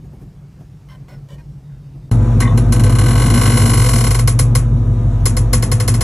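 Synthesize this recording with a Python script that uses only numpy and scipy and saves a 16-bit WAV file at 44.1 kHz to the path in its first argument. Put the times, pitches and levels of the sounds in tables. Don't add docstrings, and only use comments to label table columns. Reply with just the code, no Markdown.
import sys
import numpy as np
from scipy import signal
from scipy.fft import rfft, irfft, next_fast_len
from scipy.io import wavfile
from scipy.ndimage import uniform_filter1d

SR = 44100
rng = np.random.default_rng(int(sys.argv[2]) if len(sys.argv) > 2 else 0)


def put_to_file(sound):
    columns = np.atleast_2d(sound).T
    safe = np.clip(columns, -1, 1)
    whole_steps = np.round(safe * 32767)
    wavfile.write(sys.argv[1], SR, whole_steps.astype(np.int16))


def gain_from_db(level_db):
    decades = np.asarray(level_db, float) / 20
    return 10 ** decades


N = 266143
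CUT_S = 2.112

# t/s, f/Hz
FIRING_IN = [(0, 52.4), (.5, 52), (.8, 50.4), (1.3, 50.1), (1.6, 50.9), (2.1, 51)]
FIRING_OUT = [(2.13, 49.48), (2.39, 50.54), (2.65, 50.77), (2.91, 50.12), (3.17, 51.4), (3.43, 51.52),
              (3.69, 50.94), (4.21, 50.26), (4.731, 50.47), (4.992, 48.4), (5.25, 47.72), (6.03, 49.4)]
# early level/dB, late level/dB
BOOM_ORDERS = [8, 9, 16, 18, 19, 20, 21, 22, 23, 24, 29, 30]
BOOM = [(-58, -46.5), (-66, -47), (-48.5, -56.5), (-75, -62), (-51, -89), (-48, -60), (-58, -38),
        (-49.5, -40.5), (-47, -39), (-68, -80), (-51, -58), (-62.5, -62)]
# early level/dB, late level/dB
EXHAUST_ORDERS = [8, 9, 10, 13, 14, 15, 16, 17, 18, 19, 20, 21, 22, 23, 24]
EXHAUST = [(-15, -19), (-35, -33), (-38, -36), (-40, -35), (-38, -36), (-31, -36), (-17, -22), (-24, -31),
           (-19, -25), (-16, -18), (-33, -29), (-27, -32), (-29, -27), (-33, -38), (-35, -40)]
CABIN_ORDER, PIPE_ORDER = 21.5, 18.5

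# f/Hz, level/dB per Hz
CABIN_HUSH = [(15, -55), (25, -27), (54, -6), (76, -16.5), (144, -7), (227, -27), (266, -25), (590, -37),
              (639, -37), (1540, -46), (3790, -53.5), (5210, -52), (14300, -63)]
# t/s of the top, level/dB, fade/dB per s
JOLTS = [(.05, -51, 250), (.14, -46, 250), (.222, -44.5, 303), (.61, -47.5, 300), (.95, -50, 204),
         (1.122, -49.5, 113), (1.32, -51, 54), (1.84, -59, 301), (1.96, -53, 152), (2.05, -54, 202)]
JOLT_RISE_DB_PER_S = 450
# start t/s, length/s, level/dB, slips per s
CREAKS = [
    (0.887, 0.074, -49.5, 1200),
    (1.083, 0.07, -47, 1200),
    (1.287, 0.07, -48, 1200),
    (1.382, 0.035, -53.5, 1200),
    (0.039, 0.034, -52.5, 400),
    (0.214, 0.03, -58, 500),
    (0.596, .025, -63, 300),
]
# f/Hz, level/dB, time to fade by 60 dB/s
PANELS = [
    [(1020, 0, 0.037), (1550, -11, 0.086), (1840, -10, .045), (2060, -20, 0.22), (2130, -14, .05),
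     (3090, -10, .04), (3130, -17, 0.037), (4220, -19, .05), (5400, -16, .04)],
    [(592, -2, 0.08), (750, -5, .05), (990, -7, .05), (1461, -8, .11), (1910, -12, .06), (2040, -22, 0.22),
     (2200, -14, .07), (2470, -18, .05), (2950, -15, 0.056), (4270, -21, .05), (5360, -16, 0.13)],
    [(572, -1.5, 0.057), (1040, -4, 0.029), (1860, -11, .08), (2300, -10, .04), (3004, -10.5, 0.079),
     (3440, -25, .06), (4700, -30, .06), (5680, -18, .05)],
    [(368, 11, 0.035), (715, -3, .05), (1650, -6, .05)],
    [(950, 0, .06), (1580, -6, .04), (1870, -9, .05), (2150, -10, .07), (2465, -7, 0.065), (4230, -15, .07),
     (5790, -11, .04)],
]
PANEL_OF = [0, 1, 2, 4, 3, 3, 3]
# t/s, level/dB
INSECT = [(0, -99), (1.6, -99), (1.65, -72), (2.1, -74), (2.15, -66), (4.6, -64), (6.03, -67)]
INSECT_HZ, THROBS_PER_S, THROB_DB = 3690, 10.3, 4.0

# f/Hz, level/dB against the wash
WHINES = [(333, -21), (499.5, -19.5), (666, -24), (691, -25), (845, -28), (997, -24), (1220, -29),
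          (1273, -31), (1550, -33)]
# f/Hz, level/dB per Hz
YARD = [(30, -30), (70, -25), (120, -14), (180, -17), (240, -20), (300, -24), (600, -33), (1200, -42),
        (1800, -52), (3000, -58), (5000, -63), (8000, -60), (9100, -66), (10400, -59), (11600, -72),
        (12600, -100)]
# t/s, level/dB
YARD_SWELL = [(2.11, -22), (2.7, -21.5), (3.25, -18.5), (3.8, -21.5), (4.25, -26.5), (4.7, -28.5),
              (5.2, -26.5), (5.6, -26.5), (6.03, -26)]
# f/Hz, width/Hz, level/dB over the wash
HUMS = [(236, 8, 14), (272, 12, 5), (344, 12, 5), (395, 14, 4), (499, 20, 6), (665, 20, 4), (960, 60, 3),
        (1045, 50, -7), (1102, 10, 9), (3700, 200, 5), (1270, 20, 5)]
HISS_DB = 3

# t/s, peak level/dB, thud level/dB against the ring
SLIPS = [(2.1108, -28, -5), (2.4037, -17.5, -6.5), (2.4245, -31.5, 3), (2.5752, -24, -4),
         (2.7238, -16, -8.5), (2.7603, -28.5, -2.5), (2.7961, -24, -5), (2.8366, -20.5, -6),
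         (2.8646, -28.5, 2), (2.8955, -25, -6), (2.9234, -27, -3.5), (2.9518, -24.5, -4),
         (2.9863, -18, -4.5), (4.0402, -16.5, -7.5), (4.0671, -17.5, -7), (4.1078, -15.5, -8.5),
         (4.1465, -17, -8), (4.1901, -18, -7.5), (4.2757, -12, -10.5), (4.391, -11.5, -11.5),
         (4.5518, -13, -9.5), (5.2566, -10.5, -13), (5.3677, -17, -10.5), (5.5314, -9.5, -11),
         (5.6252, -18, -7), (5.7163, -15.5, -8), (5.8006, -19, -5), (5.8784, -13.5, -9),
         (5.9403, -21.5, -7), (6.0086, -16, -7.5)]
# t/s, peak level/dB over the ringing, thud level/dB against the ring
BUZZ = [(3.0114, -21, -1), (3.038, -19.5, -4.5), (3.0609, -17.5, -3.5), (3.0839, -16.5, -4),
        (3.1078, -18, -3), (3.1304, -21, -4), (3.1547, -18, -2), (3.1777, -17.5, -3), (3.1986, -16.5, -5),
        (3.2186, -15, -4.5), (3.2394, -17.5, -5.5), (3.26, -15, -5), (3.2804, -21.5, -3),
        (3.3009, -14, -4.5), (3.3194, -23, -5), (3.3388, -13, -5), (3.3564, -17, -4), (3.3754, -14.5, -3),
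        (3.3944, -17.5, -8), (3.4136, -11.5, -5.5), (3.4344, -14, -5), (3.456, -12, -3),
        (3.4754, -14.5, -4.5), (3.4974, -13.5, -5), (3.5184, -15.5, -5), (3.5374, -15.5, -5),
        (3.5544, -17.5, -5), (3.5718, -10.5, -6), (3.5964, -14, -6), (3.6167, -13, -6), (3.6354, -17.5, -4),
        (3.6561, -11.5, -7), (3.6744, -17, -7), (3.695, -10.5, -8.5), (3.7134, -19.5, -5),
        (3.7344, -11.5, -6.5), (3.7524, -19.5, -4), (3.7733, -11, -9), (3.7964, -13.5, -6),
        (3.8172, -12.5, -6.5), (3.8414, -13, -7.5), (3.8614, -12, -7.5), (3.8886, -10, -9.5),
        (3.9104, -15.5, -12), (3.933, -10.5, -7.5), (3.9579, -11.5, -8), (3.9828, -12.5, -8),
        (4.0073, -12.5, -8)]
PILE_UP_DB = -5
# f/Hz, level/dB, time to fade by 60 dB/s
STEEL_MODES = [(500, -2, .2), (730, -6, .08), (1030, -3, .25), (1102, -1, .2), (1421, -4, .12), (1535, -1, .12),
               (1750, -7, .15), (1955, -3.5, .14), (2110, -3, .09), (2560, -13, .1), (2920, 3, .06),
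               (3200, -9, .1), (4155, -8, .09), (4330, -5, .045),
               (6060, -17, .12), (6450, -13, .1), (5318, -3, .09), (5420, -9, .07), (5641, -10, .09),
         (6325, -15, .16), (6630, -10, .15), (7213, -7, .1), (7342, -5, .14), (7487, -9, .15),
               (8074, -5, .12), (8484, -6, .15), (8828, -8, .15), (9453, -9, .15), (9668, -6, .12),
         (10232, -6, .1), (10540, -5, .1), (10658, -2, .13), (10745, 0, .13), (10831, 0, .15),
         (10960, -4, .1)]
# f/Hz, level/dB per Hz
BODY = [(400, -5), (700, -27), (1100, -3.5), (1600, -13), (2200, -9), (3300, -13), (4600, -13),
        (6000, -13.5), (8000, -10.5), (9200, -4.5), (9900, -4.5), (10800, -12), (12000, -12), (12600, -31),
        (14000, -32), (16000, -46)]
# f/Hz, time to fade by 60 dB/s
FADE = [(500, 0.13), (1300, 0.43), (3500, 0.15), (9000, 0.19), (12000, 0.075)]
# f/Hz, delay/s, length/s, level/dB against the thud
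ARRIVALS = [(1060, .0045, .002, -5.5), (1480, .0065, .002, -8), (2110, .0075, .002, -6),
            (2950, .005, .002, -15), (4350, .007, .002, -17), (450, .011, .0025, -4), (700, .009, .002, -9),
            (1080, .0135, .0025, -9), (2000, .016, .002, -14)]
CRACK_DB, CRACK_S, EARLY_S = 1.5, .0008, .001
CREEP = {500: 2, 730: 2, 1421: -2, 1535: -2, 2560: 3, 4155: -2, 4330: 4, 5318: 1.5, 5641: -4, 6060: 4, 6450:
         -3, 6630: 1, 7213: -1, 7342: 2}
CREEP_FROM_S, CREEP_TO_S, CREEP_REACH_S = 2.6, 5.8, .7
# f/Hz, t/s, loss/dB per s away from it
HALFWAY = (2920, 3.5, 5)
PHASE_SLIP = .15

# t/s, low level/dB, middle level/dB, high level/dB
KNOCKS = [
    (2.4195, -31, -15.5, -34),
    (2.432, -18, -27, -32),
    (2.452, -18, -19, -26),
    (2.4745, -16.5, -21, -22),
    (2.494, -24, -40, -27),
    (2.509, -23, -40, -31),
    (2.522, -25, -37, -38),
]
# f/Hz, level/dB, time to fade by 60 dB/s
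LOOSE = [
    [(1090, 0, .06), (985, -5, .04)],
    [(1890, 0, .045), (1560, -9, .05), (2050, -9, .15), (2190, -10, .05), (2420, -16, .05)],
    [(3560, -7, .05), (3910, -14, .05), (3050, -9, .03)],
]

# f/Hz, phase/radians
LEAD = [(0, 0), (2000, .05), (2600, .7), (4200, 1.1), (4800, 3.14), (5700, 6.28), (6200, 6.28),
        (8950, 9.42), (9350, 9.42), (11500, 12.57), (22050, 12.57)]
# f/Hz, likeness 0 to 1
ALIKE = [(150, 1), (300, .96), (600, .72), (1200, .92), (2000, .97), (3200, .6), (4200, .5), (4800, .9),
         (6000, .97), (7800, .88), (8800, 1), (9500, 1), (10600, .88), (11600, .86)]
# f/Hz, level/dB
LEAN = [(60, 0), (250, 1.6), (700, 5.5), (1100, 3.5), (1500, 1), (2500, 1.1), (5000, 2)]


def evened(x):
    return x / np.sqrt(np.mean(x ** 2) + 1e-20)


def read(points, hz):
    f, value = np.transpose(points)
    return np.interp(np.log(hz + 1), np.log(f + 1), value)


def follow(rows):
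    times, values = np.transpose(rows)
    return np.interp(np.arange(N) / SR, times, values)


def wander(top_hz):
    steps = rng.standard_normal(400)
    return np.interp(np.arange(N) / SR * top_hz * 2, np.arange(400), steps) * 1.9


def wash(spectrum, patchy_db, hums=()):
    frames, hz = N // 1024 + 5, np.fft.rfftfreq(4096, 1 / SR)
    a, b, patches = rng.standard_normal((frames, 2049, 3)).T
    patches = evened(uniform_filter1d(uniform_filter1d(patches, 28, 0), 3, 1))
    colour_db = read(spectrum, hz)
    for f, width, db in hums:
        colour_db = colour_db + db / (1 + (2 * (hz - f) / width) ** 2)
    z = (a + 1j * b) * gain_from_db(colour_db[:, None] + patchy_db * patches)
    return signal.istft(z, nperseg=4096, noverlap=3072)[1][:N]


def band_rms(x, lo_hz, hi_hz):
    power, hz = abs(rfft(x)) ** 2, np.fft.rfftfreq(len(x), 1 / SR)
    return np.sqrt(2 * power[(hz > lo_hz) & (hz < hi_hz)].sum()) / len(x)


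def ring(modes, seconds, rise, turns=None):
    t = np.arange(int(seconds * SR)) / SR
    turns = rng.random(len(modes)) if turns is None else turns
    out = np.zeros(len(t))
    for (hz, db, t60), turn in zip(modes, turns):
        out += gain_from_db(db - 60 * t / t60) * np.sin(2 * np.pi * (hz * t + turn))
    return out * (1 - np.exp(-t / rise))


def engine(firing, orders, strengths, start, end, unsteady_db, resonance):
    cycles = np.cumsum(uniform_filter1d(follow(firing), 6000) / 8) / SR
    late = np.clip((np.arange(N) / SR - start) / (end - start), 0, 1)
    out = np.zeros(N)
    for k, (early_db, late_db) in zip(orders, strengths):
        level = gain_from_db(early_db + (late_db - early_db) * late + unsteady_db * wander(3.0))
        lag = .5 * (k > resonance) + .035 * wander(2.5)
        out += np.sqrt(2) * level * np.sin(2 * np.pi * (k * (cycles + 0.28) - lag))
    return out


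def jolts():
    t = np.arange(int(CUT_S * SR)) / SR
    power = np.zeros(len(t))
    for s, db, fade in JOLTS:
        drop_db = np.maximum(JOLT_RISE_DB_PER_S * (s - t), fade * (t - s))
        power += gain_from_db(db - drop_db) ** 2
    level = np.pad(np.sqrt(power), (0, N - len(t)))
    colour = [(80, -20), (200, 7.0), (350, -0.5), (700, -10.5), (1500, -28.0), (4000, -36.0)]  # Hz, dB
    return evened(wash(colour, 2.1)) * level * gain_from_db(3.5)


def trim():
    out = np.zeros(N)
    i = np.arange(SR // 5)
    for (s, length, db, rate), panel in zip(CREAKS, PANEL_OF):
        chance, size = rng.random((2, SR // 5))
        weaken = np.clip(1.6 - i / (length * SR), 0, 1) * (i < length * SR)
        train = (chance < rate / SR) * gain_from_db(3.3 * size + 1.5) * weaken
        train[0] = 3.0
        rustle = rng.standard_normal(900) * gain_from_db(2.5 - np.arange(900) * 60 / SR / .03)
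        answer = ring(PANELS[panel], .3, 0.0004)
        answer[:900] += signal.lfilter([.25], [1, -.8], rustle)
        sound = signal.fftconvolve(train, answer)
        strength = np.sqrt(np.mean(sound[:int(length * SR)] ** 2))
        out[int(s * SR):][:len(sound)] += gain_from_db(db) * sound / strength
    return out


def insect():
    t = np.arange(N) / SR
    throb_db = THROB_DB * np.cos(2 * np.pi * THROBS_PER_S * (t - 1.75))
    level_db = follow(INSECT) + 1.5 * wander(9.) + throb_db
    return gain_from_db(level_db) * np.sin(2 * np.pi * (INSECT_HZ * t + .02 * wander(15.)))


def cabin():
    hush = wash(CABIN_HUSH, 1.6)
    hush = hush / band_rms(hush, 194, 760) * gain_from_db(-53.5)
    boom = engine(FIRING_IN, BOOM_ORDERS, BOOM, 0, CUT_S, 1.0, CABIN_ORDER)
    return boom + hush + jolts() + trim() + insect()


def whines():
    t = np.arange(N) / SR
    lines = np.zeros(N)
    for hz, db in WHINES:
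        level = gain_from_db(db) * (1 + .25 * wander(6.))
        lines += level * np.sin(2 * np.pi * (hz * t + .12 * wander(5.)))
    return np.sqrt(2) * lines * gain_from_db(follow(YARD_SWELL))


def yard():
    noise = wash(YARD, 1.6, HUMS)
    noise = noise / band_rms(noise, 142.5, 400)
    rumble = signal.sosfiltfilt(signal.butter(2, 1200, fs=SR, output="sos"), noise)
    hiss = noise - rumble
    return (rumble + gain_from_db(HISS_DB) * hiss) * gain_from_db(follow(YARD_SWELL))


def underbody(clear):
    hz, t, z = signal.stft(rng.standard_normal(SR // 3), SR, nperseg=128)
    decay = gain_from_db(-60 * t / read(FADE, hz)[:, None]) + gain_from_db(-39.0 - 60 * t / 0.53)
    dense = signal.istft(z * gain_from_db(read(BODY, hz))[:, None] * decay, SR, nperseg=128)[1][:len(clear)]
    both = evened(dense) + gain_from_db(-1) * evened(clear)
    t = np.arange(len(both)) / SR

    thud = signal.sosfilt(signal.butter(4, 4500, fs=SR, output="sos"), both)
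    thud = thud * (1 - np.exp(-t / 0.00077)) * (1 + 0.1 * np.exp(-((t - .006) / 0.0017) ** 2))
    thud = thud / np.sqrt(uniform_filter1d(thud ** 2, 300).max())
    for f, s, length, db in ARRIVALS:
        thud = thud + 2 * gain_from_db(db) * np.exp(-((t - s) / length) ** 2) * np.sin(2 * np.pi * f * t)

    high = signal.sosfilt(signal.butter(4, 4500, "high", fs=SR, output="sos"), both)
    high = high * (1 - np.exp(-t / 0.00064)) * (1 + gain_from_db(CRACK_DB) * np.exp(-t / CRACK_S))
    return [part / np.sqrt(uniform_filter1d(part ** 2, 300).max()) for part in (thud, high)]


def bushing(slips, count=5):
    s, peak_db, thud_db = slips.T
    at = ((s - EARLY_S) * SR).astype(int)
    stations = np.linspace(CREEP_FROM_S, CREEP_TO_S, count)
    nearness = np.exp(-((s[:, None] - stations) / CREEP_REACH_S) ** 2)
    share = nearness * (1 + 2.2 * rng.random((len(s), count)))
    share = share + 0.18 * rng.random((len(s), count))
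    share /= np.linalg.norm(share, axis=1, keepdims=True)

    steel, out = np.array(STEEL_MODES), np.zeros(N)
    creep = np.array([CREEP.get(hz, 0) for hz in steel[:, 0]])
    turns = rng.random(len(steel))
    for k, station in enumerate(stations):
        modes = steel + [[5, 2, 0]] * rng.uniform(-1, 1, steel.shape)
        modes[:, 0] *= 1 + .002 * rng.uniform(-1, 1, len(steel))
        halfway_loss = (steel[:, 0] == HALFWAY[0]) * HALFWAY[2] * abs(station - HALFWAY[1])
        modes[:, 1] += creep * (station - 4) - halfway_loss
        starts = turns + PHASE_SLIP * rng.standard_normal(len(steel))
        answers = underbody(ring(modes, .33, 0.0021, starts))
        levels_db = (peak_db + thud_db - 0.6, peak_db - 3.5)
        for answer, db in zip(answers, levels_db):
            train = np.zeros(N)
            train[at] = gain_from_db(db) * share[:, k]
            out += signal.oaconvolve(train, answer)[:N]
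    return out


def knocks():
    out = np.zeros(N + SR)
    for s, *strengths_db in KNOCKS:
        for db, modes in zip(strengths_db, LOOSE):
            sound = gain_from_db(db) * ring(modes, .15, 0.002)
            out[int(s * SR):][:len(sound)] += sound
    return out[:N]


def ports(direct, other):
    size = next_fast_len(N)
    hz = np.fft.rfftfreq(size, 1 / SR)
    alike, lean = np.clip(read(ALIKE, hz), 0, 1), gain_from_db(read(LEAN, hz) / 2)
    turn = np.exp(.5j * np.interp(hz, *np.transpose(LEAD)))
    a, b = rfft(direct, size), rfft(other, size)
    left = a * turn * lean
    right = (alike * a + np.sqrt(1 - alike ** 2) * b) / turn / lean
    return irfft(np.array([left, right]), size)[:, :N]


def wheel():
    hum = engine(FIRING_OUT, EXHAUST_ORDERS, EXHAUST, 3.1, 5.46, 1.0, PIPE_ORDER)
    slips = np.r_[SLIPS, np.add(BUZZ, [0, PILE_UP_DB, 0])]
    whine = whines()
    direct = hum + whine + yard() + bushing(slips) + knocks() + insect()
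    other = np.roll(whine, 3000) + yard() + bushing(slips, count=2) + knocks()
    return ports(direct, other)


def scene():
    t = np.arange(N) / SR
    fade_out = np.clip((CUT_S - .016 - t) / 0.00059, .25, 1) * (t < CUT_S)
    fade_in = np.clip((t - CUT_S) / 0.0025, 0, 1)
    return cabin() * fade_out + wheel() * fade_in


def starve(pair, under_db):
    z = signal.stft(np.array([pair[0] + pair[1], pair[0] - pair[1]]) / 2, nperseg=1024)[2]
    bands = (abs(z[:, 96:512]) ** 2).reshape(2, 26, 16, -1).mean(2)
    mood_db = 5 * evened(uniform_filter1d(rng.standard_normal(bands.shape), 3))
    usual = bands[:, :12].sum(0).mean(0)
    keep = bands > usual * gain_from_db(under_db + mood_db) ** 2
    z[:, 96:512] *= np.repeat(keep, 16, axis=1)
    mid, side = signal.istft(z, nperseg=1024)[1][:, :N]
    return np.array([mid + side, mid - side])


def low_pass(x):
    return signal.sosfilt(signal.butter(12, 14840, fs=SR, output="sos"), x)


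def record(dry):
    limited = np.tanh(1.112 * dry)
    mix = starve(limited, under_db=-24.0)
    return low_pass(mix)


dry = scene()
out = record(dry)
put_to_file(out)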